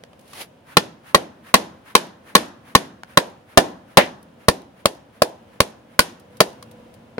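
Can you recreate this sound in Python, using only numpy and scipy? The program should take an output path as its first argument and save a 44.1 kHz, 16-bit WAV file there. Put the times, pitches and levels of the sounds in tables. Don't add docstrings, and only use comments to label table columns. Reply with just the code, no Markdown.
import sys
import numpy as np
from scipy import signal
from scipy.fft import rfft, irfft, next_fast_len
from scipy.io import wavfile
from scipy.ndimage import uniform_filter1d

SR = 44100
rng = np.random.default_rng(int(sys.argv[2]) if len(sys.argv) > 2 else 0)


def file_out(sig):
    cols = np.atleast_2d(sig).T
    lim = np.clip(cols, -1, 1)
    pcm = np.round(lim * 32767).astype(np.int16)
    wavfile.write(sys.argv[1], SR, pcm)


N = 317079
T = np.arange(N) / SR

# t/s, then relative level/dB of force, blade ring, log knock, tearing, ground thud
BLOWS = [(0.7691, 0, -1.5, -8, -3, -8.5), (1.1459, 0, 1.5, 2.5, -6.5, -4), (1.5408, 2, 3, -3.5, 2.5, -8),
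         (1.9514, -2, 5, -4.5, 5, -9), (2.3515, 1, 3, -3, 2, -6), (2.7507, -0.5, 5.5, -1.5, 1.5, 0),
         (3.173, -1.5, 3, 0.5, 0, -7), (3.5736, 4, -9, 2.5, -4.5, -2.5), (3.9713, 6, -2.5, -1.5, -6, -8),
         (4.4837, -1.5, -3.5, 2, -10.5, 2), (4.8558, -7.5, -3, 3.5, -1.5, -8),
         (5.2196, -9.5, -0.5, 9.5, -3.5, -8.5), (5.6032, -5.5, 0, -0.5, -0.5, 0),
         (5.9915, -3, 0.5, -2.5, 1.5, -6.5), (6.4038, -4, -7.5, -1, -2, -9),
         (6.4105, -11, -4, 9.5, -9, -6.5)]
# f/Hz, relative level/dB
FIBRE_SPECTRUM = [(200, -5.5), (700, 3), (2000, -1), (4200, -4), (7000, -12.5), (11000, -14.5),
                  (16000, -25)]


def blows():
    # f/Hz, relative level/dB, T60/s
    wood_modes = [(186, -15.5, .075), (255, -16.5, 0.054), (301, -17, 0.034), (393.5, -13.5, 0.04),
                  (485.3, -13.5, .045), (829, -10, 0.03), (971, -7.5, 0.03), (1393, -5.5, 0.02),
                  (1789, -6.5, 0.026), (2840, -11, 0.025), (3600, -13.5, 0.0026)]
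    log_hz, blade_hz, clink_hz, pinch_hz = 600, 1084.8, 3998, 600
    wood, near = np.zeros((2, 2, N))
    t = np.arange(SR // 4) / SR
    for s, force_db, blade_db, log_db, tear_db, thud_db in BLOWS:
        opening = openness(s)
        log_shift, blade_shift, clink_shift = 1 + np.array([.04, .008, .02]) * rng.standard_normal(3)
        push = amp(force_db + 6.0) * (1 - np.exp(-t / 0.00099))
        body = 0
        for hz, db, t60 in wood_modes:
            shift, strength = rng.standard_normal(2)
            wander = .01 + .03 * min(hz / 2000, 1)
            boom_db = (3 - 3 * opening) * min(200 / hz, 1)
            body += np.sign(shift) * ring(t, hz * (1 + wander * shift), db + boom_db + 2 * strength, t60)
        knock = ring(t, log_hz * log_shift, log_db + 2.5, t60=0.02)
        tear_t60 = 0.018 * np.exp(-.04 * tear_db)
        tear = fibres(t, FIBRE_SPECTRUM, tear_t60, tilt_db=2.1 * opening) * amp(tear_db + 6.5)
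        upper_hz = (clink_hz + pinch_hz * opening ** 4) * clink_shift
        blade = ring(t, blade_hz * blade_shift, blade_db + 6, t60=0.019)
        blade += ring(t, upper_hz, blade_db - 5, t60=.029)
        thud = ring(t, 130, thud_db - 4.5, t60=0.027)
        thud += ring(t, 75, thud_db - 17 + 7 * opening, t60=0.033) * amp([[5], [-6]])
        add(wood, s, push * (body + knock + tear))
        add(near, s, push * (blade - thud))
    return wood, near


def ring(t, hz, db, t60, port_lag_s=0.00015):
    t = t - np.array([[0], [port_lag_s]])
    port_db = 1.5 * rng.standard_normal((2, 1))
    return -amp(db + port_db) * np.sin(2 * np.pi * hz * t) * fade(t, t60)


def fibres(t, spectrum, t60, tilt_db=0):
    knots = t[::32]
    snaps = amp(3 * np.interp(t, knots, rng.standard_normal(len(knots))))
    onset = np.clip(t / 0.0019, 0, 1)
    return coloured_noise(len(t), spectrum, tilt_db) * snaps * fade(t, t60) * onset


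def openness(s, middle_s=3.5, spread_s=.6):
    return 1 / (1 + np.exp((middle_s - s) / spread_s))


def splits():
    # t/s, level/dB, centre f/Hz, T60/s
    cracks = [(3.574, -0.5, 502, 0.079), (3.973, 0, 483, .11), (3.975, -9.5, 1650, 0.17)]
    out, t = np.zeros((2, N)), np.arange(SR // 4) / SR
    for s, db, hz, t60 in cracks:
        band = [(0.94 * hz, -22), (0.73 * hz, -3), (1.25 * hz, 0), (2.7 * hz, -18), (6 * hz, -44)]
        add(out, s, amp(db) * fibres(t, band, t60))
    return out


def ticks():
    # t/s, level/dB, f/Hz, T60/s, tilt/(dB per octave)
    contacts = [(0.037, -29.5, 503, 0.012, -1), (.131, -40.5, 596, 0.022, -2.5),
                (.333, -35.5, 1144, 0.033, 4), (3.034, -25, 1495, 0.0098, -1), (4.064, -37, 4900, .008, 4),
                (4.229, -49, 9240, 0.023, 9), (6.626, -33, 1107, 0.021, 3.5),
                (7.181, -12, 468.3, 0.024, -7.5)]
    out, t = np.zeros((2, N)), np.arange(SR // 8) / SR
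    for s, db, hz, t60, tilt_db in contacts:
        scratch = coloured_noise(len(t), FIBRE_SPECTRUM, tilt_db) * fade(t, t60)
        onset = 1 - np.exp(-3 * hz * t)
        add(out, s, amp(db) * (scratch + ring(t, hz, db=2.6, t60=t60)) * onset)
    return out


def grip(count=4):
    # start t/s, duration/s, lowest click level/dB
    shifts = [(0.085, 0.23, -55.5), (6.103, 0.93, -52.5)]
    out, t = np.zeros((2, N)), np.arange(SR // 16) / SR
    for s, duration, db in shifts:
        for when, size in rng.random((count, 2)):
            click = coloured_noise(len(t), FIBRE_SPECTRUM, tilt_db=6.5) * fade(t, t60=0.043)
            add(out, s + duration * when, click * amp(db + 7.5 * size))
    return out


def splinters(count=3):
    out, t = np.zeros((2, N)), np.arange(SR // 16) / SR
    for s, *_ in BLOWS:
        for when, size in rng.random((count, 2)):
            tick = coloured_noise(len(t), FIBRE_SPECTRUM, tilt_db=4.5) * fade(t, t60=0.014)
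            add(out, s + 0.05 + 0.085 * when, tick * amp(-57 + 10.8 * size))
    return out


def sleeve():
    # f/Hz, relative level/dB
    rub_spectrum = [(200, -7), (600, 1), (1300, -6), (2500, -3.5), (5000, -10), (8000, -16.5),
                    (11000, -9.5), (16000, -23)]
    swish_spectrum = [(400, -15), (900, -0.5), (1600, 0.5), (2600, -6.5), (5000, -18), (8000, -22),
                      (10500, -17.5), (16000, -24.5)]
    peak_s, rise_db_per_s, fall_db_per_s = 0.418, 176, 602
    lift_db = -32 + np.minimum(rise_db_per_s * (T - peak_s), fall_db_per_s * (peak_s - T))
    rub = coloured_noise(N, rub_spectrum) * amp(lift_db)
    lead_s, width_s = 0.056, .04
    swings = [amp(-45 - 11.5 * openness(s)) * np.exp(-((T - s + lead_s) / width_s) ** 2)
              for s, *_ in BLOWS]
    swish = coloured_noise(N, swish_spectrum) * np.max(swings, axis=0)
    return (rub + swish) * amp(0.98 * drift(140))


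def echoes(x):
    # delay t/s, level/dB, smear T60/s
    reflections = [(.003, -22, 0.021), (0.0097, -17, 0.039), (.023, -26.5, 0.062)]
    t = np.arange(SR // 10) / SR
    response = sum(amp(db) * unit(noise(len(t)) * fade(t - delay, t60)) for delay, db, t60 in reflections)
    return signal.fftconvolve(x, response / np.sqrt(len(t)), axes=1)[:, :N]


def reverberation(x, build_s=0.004):
    # f/Hz, relative level/dB, T60/s
    bands = [(60, -19.5, .4), (148, -3, 1), (261, 7.5, 0.59), (420, 9.5, 0.27), (726, 4, 0.42),
             (1140, -7.5, 0.7), (2100, -2.5, 0.35), (4420, -3, 0.38), (7400, 2, 0.28), (15000, -9.5, 0.15)]
    hz, db, t60 = np.transpose(bands)
    size = next_fast_len(N // 2 + 1) * 2
    log_hz = np.log(np.maximum(np.fft.rfftfreq(size, 1 / SR), 1))
    source, air = rfft(x, size), rfft(noise(size))
    build = np.exp(-1 / (build_s * SR))
    out = 0
    for share, band_db, band_t60 in zip(np.eye(len(hz)), db, t60):
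        band = np.sqrt(np.interp(log_hz, np.log(hz), share))
        power = np.mean(irfft(source * band)[:, :N] ** 2, axis=0)
        retained = np.exp(-2 * np.log(1000) / (band_t60 * SR))
        stored = signal.lfilter([1], [1, -retained], power)
        diffused = signal.lfilter([1 - build], [1, -build], stored)
        out += amp(band_db - 55.0) * np.sqrt(diffused) * unit(irfft(air * band)[:, :N])
    return out


def town(nearest_s=6.75, passing_s=0.25):
    # f/Hz, relative level/dB
    traffic_spectrum = [(15, -47), (25, -17), (92, -3.5), (249, -3), (416, -12.5), (503, -5.5), (911, -17),
                        (1020, -15.5), (1100, -21), (1740, -23.5), (1890, -26), (3080, -27.5),
                        (4250, -35.5), (10100, -43.5), (16000, -46.5)]
    partials = [(113.0, -61.5), (226.1, -55), (489.9, -58), (985.1, -73)]
    town_db, road_db, motor_db = -50.5, -47.5, 2.5
    nearness = 1 / np.hypot(1, (T - nearest_s) / passing_s)
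    traffic_gain = np.hypot(amp(town_db), amp(road_db) * nearness)
    traffic = coloured_noise(N, traffic_spectrum) * traffic_gain * amp(0.88 * drift(7))
    speed = 1 + 0.0047 * drift(2.5)
    phase_per_hz = 2 * np.pi * np.cumsum(speed) / SR
    motor = sum(amp(db + 3.1 * drift(7.2)) * np.sqrt(2) * np.sin(hz * phase_per_hz) for hz, db in partials)
    return traffic + motor * amp(motor_db) * nearness


def noise(size):
    mid, side = rng.standard_normal((2, size))
    side = colour(side, [(50, -12.5), (200, -15.5), (400, -6.5), (750, -1)])
    return unit(np.array([mid + side, mid - side]))


def coloured_noise(size, spectrum, tilt_db=0):
    return unit(colour(noise(size), spectrum, tilt_db))


def colour(x, spectrum, tilt_db=0):
    size = next_fast_len(x.shape[-1] // 2 + 1) * 2
    f = np.maximum(np.fft.rfftfreq(size, 1 / SR), 1)
    hz, db = np.transpose(spectrum)
    db = np.interp(np.log(f), np.log(hz), db) + tilt_db * np.log2(np.maximum(f / hz[0], 1))
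    bass_cut = np.minimum(f / hz[0], 1) ** 2
    cepstrum = irfft(np.log(amp(db) * bass_cut))
    cepstrum[1:size // 2] *= 2
    cepstrum[size // 2 + 1:] = 0
    return irfft(rfft(x, size) * np.exp(rfft(cepstrum)))[..., :x.shape[-1]]


def drift(rate_hz):
    hold = int(SR / rate_hz)
    steps = np.repeat(rng.standard_normal(N // hold + 1), hold)
    return uniform_filter1d(steps, hold)[:N]


def fade(t, t60):
    return (t >= 0) * np.exp(-np.log(1000) * np.maximum(t, 0) / t60)


def amp(db):
    return 10 ** (np.asarray(db) / 20)


def unit(x):
    return x / np.sqrt(np.mean(x ** 2))


def add(out, s, x):
    i = int(max(s, 0) * SR)
    out[:, i:i + x.shape[1]] += x[:, :max(N - i, 0)]


def scene():
    wood, near = blows()
    direct = wood + splits() + ticks() + grip() + splinters() + sleeve()
    radiated = direct + amp(-10.5) * near
    return direct + near + echoes(radiated) + reverberation(radiated) + town()


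def record(dry, top_hz=16000):
    # f/Hz, level/dB
    port_response = [(38, -10), (80, -2), (2500, 0.5), (4000, 1), (5800, 0.5), (8000, -1), (9800, 4.5),
                     (12000, -2), (16000, 3)]
    clipped = np.clip(colour(dry, port_response), -1, 1)
    low_pass = signal.ellip(10, .1, 70, top_hz, fs=SR, output="sos")
    return np.clip(signal.sosfiltfilt(low_pass, clipped), -1, 1)


dry = scene()
out = record(dry)
file_out(out)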